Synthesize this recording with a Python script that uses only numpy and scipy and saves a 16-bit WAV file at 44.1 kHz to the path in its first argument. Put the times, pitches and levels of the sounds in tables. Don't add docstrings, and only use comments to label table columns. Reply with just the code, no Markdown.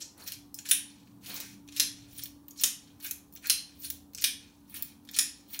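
import sys
import numpy as np
from scipy import signal
from scipy.io import wavfile
from scipy.ndimage import uniform_filter1d

SR = 44100
rng = np.random.default_rng(int(sys.argv[2]) if len(sys.argv) > 2 else 0)


def transcribe(u):
    v = np.clip(np.atleast_2d(u).T, -1, 1)
    q = np.round(v * 32767).astype(np.int16)
    wavfile.write(sys.argv[1], SR, q)


def field_ratio(decibels):
    return 10 ** (np.asarray(decibels, dtype=float) / 20)


N = 246959


def evened(x):
    return x / np.sqrt(np.mean(x ** 2) + 1e-20)


def band(x, lo_hz, hi_hz):
    return signal.sosfilt(signal.butter(2, [lo_hz, hi_hz], "band", fs=SR, output="sos"), x)


def read(points, hz):
    f, value = np.transpose(points)
    return np.interp(np.log(hz + 1), np.log(f + 1), value)


def follow(rows, column=1):
    rows = np.array(rows)
    return field_ratio(np.interp(np.arange(N) / SR, rows[:, 0], rows[:, column], left=-120, right=-120))


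def add(mix, s, sound):
    part = mix[:, round(s * SR):][:, :sound.shape[1]]
    part += sound[:, :part.shape[1]]


# pitch_hz, level_db (per Hz)
ROOM_TONE = [(88, -46), (150, -13), (231, -8.5), (297, -11), (348, -17.5), (601, -26), (730, -24.5),
             (960, -23), (2220, -41.5), (4320, -38), (5050, -41.5), (12900, -37), (16000, -33)]


def room_tone():
    frames, hz = N // 512 + 5, np.fft.rfftfreq(2048, 1 / SR)
    a, b, patches = rng.standard_normal((frames, 1025, 3)).T
    patches = uniform_filter1d(patches, size=3, axis=0)
    patches = evened(uniform_filter1d(patches, size=30, axis=1))
    z = (a + 1j * b) * field_ratio(read(ROOM_TONE, hz)[:, None] + 2.0 * patches)
    noise = signal.istft(z, nperseg=2048, noverlap=1536)[1][:N]
    return field_ratio(-61.5) * evened(noise)


def engine_tone(hz, width_hz):
    r = np.exp(-np.pi * width_hz / SR)
    sway = signal.lfilter([1], [1, -r], rng.standard_normal((2, N)))
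    turning = np.exp(2j * np.pi * np.cumsum(hz) / SR)
    return evened(((sway[0] + 1j * sway[1]) * turning).real)


# time_s, rumble_db, hum_db
DRIFT = [(0.0, -66, -60.5), (0.3, -66, -70.5), (0.37, -58.5, -58), (0.65, -66, -58.5), (2.28, -59, -55.5),
         (2.76, -68.5, -62), (2.96, -62, -60.5), (3.65, -67, -64.5), (3.77, -61.5, -59), (4.26, -62, -62.5),
         (4.7, -65, -59.5), (5.43, -67, -62), (5.6, -68, -66)]
# time_s, upper_db, upper_hz, lower_hz
ENGINES = [
    (0.0, -63, 209.7, 112.6),
    (0.22, -71, 183, 86.6),
    (0.701, -67, 192.4, 124.4),
    (1.54, -59.5, 204.9, 113),
    (1.67, -68.5, 169.5, 111),
    (2.818, -69.5, 219.9, 121.1),
    (3.168, -77.5, 181.7, 71.17),
    (5.22, -64.5, 218.1, 90.4),
    (5.6, -64.5, 215.5, 84.3),
]


def rumble():
    low, upper = rng.standard_normal((2, N))
    s, _, upper_hz, lower_hz = np.transpose(ENGINES)
    t = np.arange(N) / SR
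    low = evened(band(band(low, 48, 135), 40, 160))
    low = low + .9 * engine_tone(np.interp(t, s, lower_hz), 5)
    upper = .6 * evened(band(upper, 160, 235))
    upper = upper + .9 * engine_tone(np.interp(t, s, upper_hz), 6)
    return follow(DRIFT) * field_ratio(-3.0) * low + follow(ENGINES) * upper


def hum(pitch_hz=288, width_hz=12, steady=3.6):
    r = np.exp(-np.pi * width_hz / SR)
    waver = signal.lfilter([1], [1, -2 * r, r * r], rng.standard_normal((2, N + SR)))[:, SR:]
    waver = waver / waver.std()
    turning = np.exp(2j * np.pi * pitch_hz * np.arange(N) / SR)
    tone = (steady + 0.68 * (waver[0] + 1j * waver[1])) * turning
    return follow(DRIFT, column=2) * evened(tone.real)


def ring(modes):
    t = np.arange(12000) / SR
    h = 0
    for k, (hz, width_hz, db) in enumerate(modes):
        fading = np.sqrt(width_hz) * np.exp(-np.pi * width_hz * t)
        h = h + (-1) ** k * field_ratio(db) * fading * np.sin(2 * np.pi * hz * t)
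    h = h * (1 - np.exp(-t / 0.00015))
    return h / np.linalg.norm(h)


# pitch_hz, width_hz, level_db
JAWS = [(5456, 770, 5.5), (6200, 640, 2), (6880, 680, 2.5), (8110, 660, -5)]
# pitch_hz, width_hz, level_db
HANDLES = [(1459, 360, -11.5), (1790, 282, -0.5), (2098, 830, 1), (2450, 230, 0.5)]
# pitch_hz, width_hz, level_db
ROD = [(4146, 210, 0.15), (4590, 330, -1.1)]
# pitch_hz, width_hz, level_db
SPRING = [(8590, 1000, -6), (9896, 740, 2.5)]
# pitch_hz, width_hz, level_db
SLEEVE = [(13800, 630, -2.5), (13300, 330, -10), (15330, 1800, 9)]
# pitch_hz, width_hz, level_db
SHAFT = [(4060, 45, -5), (4140, 17, 0), (4242, 32, -4), (4334, 40, -8)]
# pitch_hz, width_hz, level_db
PIVOT = [(2850, 880, -3), (3694, 1300, 1.6)]
# pitch_hz, width_hz, level_db
LATCH = [(11370, 360, 7), (12360, 1200, 2)]


def steel(force):
    parts = (JAWS, HANDLES, ROD, SPRING, SLEEVE, SHAFT, PIVOT, LATCH)
    return sum(signal.oaconvolve(f, ring(p))[:N] for f, p in zip(force, parts))


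def shares(db, bright_db, weight_db, rod_db, spring_db):
    handles, rod = db + weight_db, db + rod_db
    spring = db + spring_db + .45 * bright_db
    return np.array([db, handles, rod, spring, db + bright_db, rod - 2.0, handles + 2.5, spring - 3.0])


def rubbing(slips_per_s=800, spread_db=4.5, smooth=.5):
    force = np.zeros((8, N))
    slips = field_ratio(spread_db * np.minimum(rng.exponential(1, N), 4)) * (rng.random(N) < slips_per_s / SR)
    judder = uniform_filter1d(rng.standard_normal((8, N)), size=500, axis=1)
    judder = field_ratio(3.5 * evened(judder))
    grit = judder * (evened(slips) + smooth) * rng.standard_normal((8, N))
    held_db = 40 * (np.arange(8) == 5)[:, None]
    for s, db, bright_db, weight_db in catches() + run_ups() + lurches() + coasting() + slow_draw():
        u = np.arange(s[0], s[-1], 1 / SR)
        effort_db = shares(np.interp(u, s, db), bright_db, weight_db, rod_db=-6, spring_db=-2)
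        onset = np.clip((u - s[0]) / 0.00057 + 0.0072, 0, 1)
        add(force, max(s[0], 0), field_ratio(effort_db - 9.5 - held_db) * onset)
    return force * grit / grit.std()


# start_s, length_s, effort_db, brightness_db, weight_db
CATCHES = [(0.0, 0.042, -37.5, -11.5, -12.5), (0.173, 0.13, -51.5, -6, -10), (0.216, 0.088, -59, 12, -6),
           (0.261, 0.042, -43, 5.5, -4), (0.315, 0.039, -42, -4.5, -8), (0.595, 0.042, -58, 1.5, -6),
           (0.649, 0.041, -39.5, -5, -8), (0.692, 0.021, -38, 14, -12), (1.759, 0.04, -40, 6, -8.5),
           (2.214, 0.031, -40.5, -17.5, -13.5), (2.497, 0.028, -58.5, 2.5, -3),
           (2.608, 0.017, -33.5, 15, -4), (3.042, 0.052, -39.5, 7, -4), (3.128, 0.027, -53, -4.5, -13.5),
           (3.475, 0.028, -45.5, 5, 1.5), (3.83, 0.047, -41.5, 7.5, -7.5), (3.916, 0.062, -58, 9.5, -12.5),
           (4.21, 0.033, -39.5, 12, -1.5), (4.741, 0.11, -43.5, 8, -6), (4.844, 0.18, -55.5, -6.5, -5),
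           (5.16, 0.021, -33, 0, -8), (5.53, 0.033, -47.5, 8, -3)]


def catches():
    out = []
    for s, length, db, *colour in CATCHES:
        times = [s, s + .2 * length, s + length]
        out.append((times, [db - 5, db, db - 8.5 - 130 * length], *colour))
    return out


# peak_s, level_db, fade_s
CLOTH = [
    (0.208, -56, 0.078),
    (1.31, -52, 0.15),
    (4.79, -63.5, 0.069),
]


def cloth():
    brush = 0
    for s, db, fade_s in CLOTH:
        brush = brush + follow([(s - 0.1, db - 32), (s, db), (s + fade_s, db - 10.5)])
    return brush * evened(band(rng.standard_normal(N), 250, 1700))


KNOCK_TRIM_DB = [-8.5, -2, 0.5, 0, 2, -10.5, 1, 4]


def knocks(rows, chatter_s, first):
    force, t = np.zeros((8, N)), np.arange(300) / SR
    draw = rng.standard_normal((len(rows), 8, 301))
    chatter = draw[:, :, 1:] * np.exp(-t / chatter_s)
    reached = np.minimum(abs(draw[:, :, :1]) * 18, 60).astype(int)
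    chatter = chatter + first * (np.arange(300) == reached)
    for (s, levels_db), c in zip(rows, chatter):
        size = field_ratio(levels_db + KNOCK_TRIM_DB)[:, None]
        add(force, s, 8 * size * c / np.linalg.norm(c, axis=1, keepdims=True))
    return force


# time_s, strength_db, brightness_db, weight_db
PULL_CLICKS = [(0.215, -60, 9, -10), (0.2765, -44, 12.5, -5), (0.2837, -39, -3, -9),
               (0.3205, -33, 2.5, -13), (1.271, -50, 4, -14.5), (1.343, -38, 2.5, -12),
               (1.3564, -47.5, 11.5, 0), (1.4022, -35, 4, -12.5), (2.125, -53.5, -4, -17),
               (2.1929, -40.5, -4.5, -6.5), (2.2362, -34, 4.5, -22), (2.257, -41.5, 1, -8.5),
               (3.1105, -26, 1.5, -16), (3.801, -57.5, 12, -12), (3.902, -28.5, 4, -16),
               (4.6979, -62, 16, -4), (4.7671, -40, 3, -18), (4.8237, -33.5, 9, -15.5),
               (5.5083, -63, 11, -6), (5.5451, -38, -10, -6.5), (5.5913, -19, -17, -39)]
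# time_s, strength_db, brightness_db, weight_db
HOME_CLICKS = [(0.5432, -31, -6.5, -40.5), (0.5875, -27.5, -27.5, -19.5), (0.6891, -25.5, -7, -16),
               (1.073, -60, -7, -2.5), (1.677, -47.5, -12.5, -13.5), (1.6871, -40, -24.5, -12),
               (1.724, -37, -24, -20.5), (1.7705, -29.5, -28, -23), (2.4826, -47.5, 7.5, -14.5),
               (2.5086, -38.5, -10, -49), (3.3253, -49, -1.5, -25), (3.337, -53, 7.5, -25),
               (3.3528, -60.5, 18, -2), (3.3616, -38, -20, -16.5), (3.3728, -41.5, -25, -13.5),
               (3.4704, -27.5, -2, -18.5), (3.577, -42, -16, -10), (4.134, -49, -5.5, -13),
               (4.148, -27, -12.5, -21), (4.1758, -32, -23, -29), (4.1833, -27.5, -29, -20),
               (4.2212, -25.5, -12, -17), (5.0505, -51, -4.5, -17), (5.0744, -53, -14, -10),
               (5.0891, -37, -25.5, -11.5), (5.113, -41.5, -2, -30)]


def clicks():
    taps = []
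    for rows, rod_db in ((PULL_CLICKS, 3), (HOME_CLICKS, 0)):
        for s, db, bright, weight in rows:
            taps.append((s, shares(db, bright, weight, weight + rod_db, spring_db=-9.5)))
    return knocks(taps, chatter_s=0.0013, first=2.0)


# start_s, length_s, final_effort_db, brightness_db, weight_db
RUN_UPS = [(0.555, 0.035, -55, 7, -6), (1.662, 0.12, -46, -2, -3), (2.072, .06, -65, 16, -12),
           (2.142, 0.051, -50.5, 14.5, -4.5), (2.556, 0.045, -40, -7, -14), (2.995, 0.054, -47, 9.5, -4.5),
           (3.378, .045, -61, -8, -5), (3.421, .042, -40, -3, -4.5), (3.751, 0.1, -53, 14.5, -5),
           (4.155, 0.047, -44, -17, -7), (4.669, 0.063, -56.5, 10, -3.5), (5.035, 0.071, -58, -3, -10),
           (5.123, 0.03, -38, -5, -9.5), (5.477, 0.066, -49.5, 13.5, -7.5)]


def run_ups():
    out = []
    for s, length, db, *colour in RUN_UPS:
        out.append(([s, s + length], [db - 10 - 130 * length, db], *colour))
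    return out


def lurches():
    return [([s - 0.0028, s - .002], [db - 38, db - 25], -3., -3.) for s, db, *_ in SLAMS]


# time_s, strength_db, rod_ring_db, brightness_db, pivot_shake_db
SLAMS = [
    (0.7122, -10.5, -4, 1.5, 0.5),
    (1.798, -11, 7, -1.5, -2),
    (2.6362, -11.5, -10, 1, -0.5),
    (3.4978, -14, 12, 3, 2.5),
    (4.2407, -10.5, -9, -1, 1),
    (5.1878, -10.5, -6, -1, -1.5),
]
SLAM_PARTS_DB = [0, -17, -21, -7.5, -13.5, -26, -13, -16.5]
LET_GO_DB = [0, 0, -3, 0, 0, 9, 0, 0]


def slams():
    blows = []
    for s, db, rod, bright, pivot in SLAMS:
        colour_db = [0, 0, 0.65 * rod, bright, bright, rod, pivot, bright]
        blows.append((s, db + np.add(SLAM_PARTS_DB, LET_GO_DB) + colour_db))
    return knocks(blows, chatter_s=.0016, first=10)


def thud(handle_force):
    return field_ratio(-32.5) * signal.oaconvolve(handle_force, ring([(660, 500, 0)]))[:N]


COAST_DB = [-61, -56.5, -63, -62, -61.5, -62.5]


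def coasting(wait_s=0.16, length_s=0.3, db_per_s=-69):
    out = []
    for (slam_s, *_), db in zip(SLAMS, COAST_DB):
        s = slam_s + wait_s
        out.append(([s, s + length_s], [db, db + db_per_s * length_s], -14., -3.))
    return out


# time_s, effort_db
SCRAPE = [
    (1.208, -70.5),
    (1.237, -54.5),
    (1.3, -44),
    (1.414, -47.5),
    (1.551, -63.5),
]


def slow_draw():
    return [(*np.transpose(SCRAPE), 1, -2.5)]


# time_s, level_db
FREE_RINGS = [
    (3.499, -9),
    (3.577, -18),
]


def free_shaft():
    force = np.zeros((8, N))
    for s, db in FREE_RINGS:
        add(force[5:6], s, field_ratio(db) * np.ones((1, 1)))
    return force


def pliers():
    blows = slams() + free_shaft()
    return steel(blows + rubbing()) + thud(blows[1]), steel(clicks())


# pitch_hz, time_s (to fall 60 dB)
ROOM = [(800, 0.33), (2100, 0.36), (5600, 0.35), (10000, 0.29), (15000, 0.19)]


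def tail():
    taps = np.zeros(SR // 2)
    at = np.arange(130, SR // 2 - 12, 12)
    taps[at + rng.integers(0, 12, len(at))] = rng.choice([-1., 1.], len(at))
    hz, t, z = signal.stft(taps, SR, nperseg=256)
    h = signal.istft(z * field_ratio(-60 * t / read(ROOM, hz)[:, None]), SR, nperseg=256)[1]
    return h / np.linalg.norm(h)


# delay_s, level_db
ECHOES = [
    (.0028, -2),
    (.0060, -3.5),
    (0.009, -18.5),
    (0.014, -21),
    (.022, -17),
]


def room(heavy, light):
    panels = np.zeros(1500)
    smear = rng.standard_normal((len(ECHOES), 40)) * np.exp(-np.arange(40) / 12)
    for (s, db), taps in zip(ECHOES, smear):
        add(panels[None], s, field_ratio(db) * taps[None] / np.linalg.norm(taps))
    out = heavy + light + signal.oaconvolve(heavy + field_ratio(-4.5) * light, panels)[:N]
    send = field_ratio(1.5) * heavy + field_ratio(-5) * light
    turn = np.arange(N) / SR * 2.3
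    for k in range(3):
        share = np.sqrt(2 / 3) * np.cos(turn + k * np.pi / 3)
        out += signal.fftconvolve(send * share, tail())[:N]
    return out


def scene():
    background = room_tone() + rumble() + hum()
    return (background + cloth() + room(*pliers()))[None]


def low_pass(x):
    return signal.sosfilt(signal.butter(12, 17150, fs=SR, output="sos"), x)


def record(dry):
    edge = signal.firwin(601, 15790, window=("kaiser", 6), fs=SR)
    x = signal.oaconvolve(dry, edge[None], "same")
    mix = x + field_ratio(-32.5) * (dry - x)
    return low_pass(mix)


dry = scene()
out = record(dry)
transcribe(out)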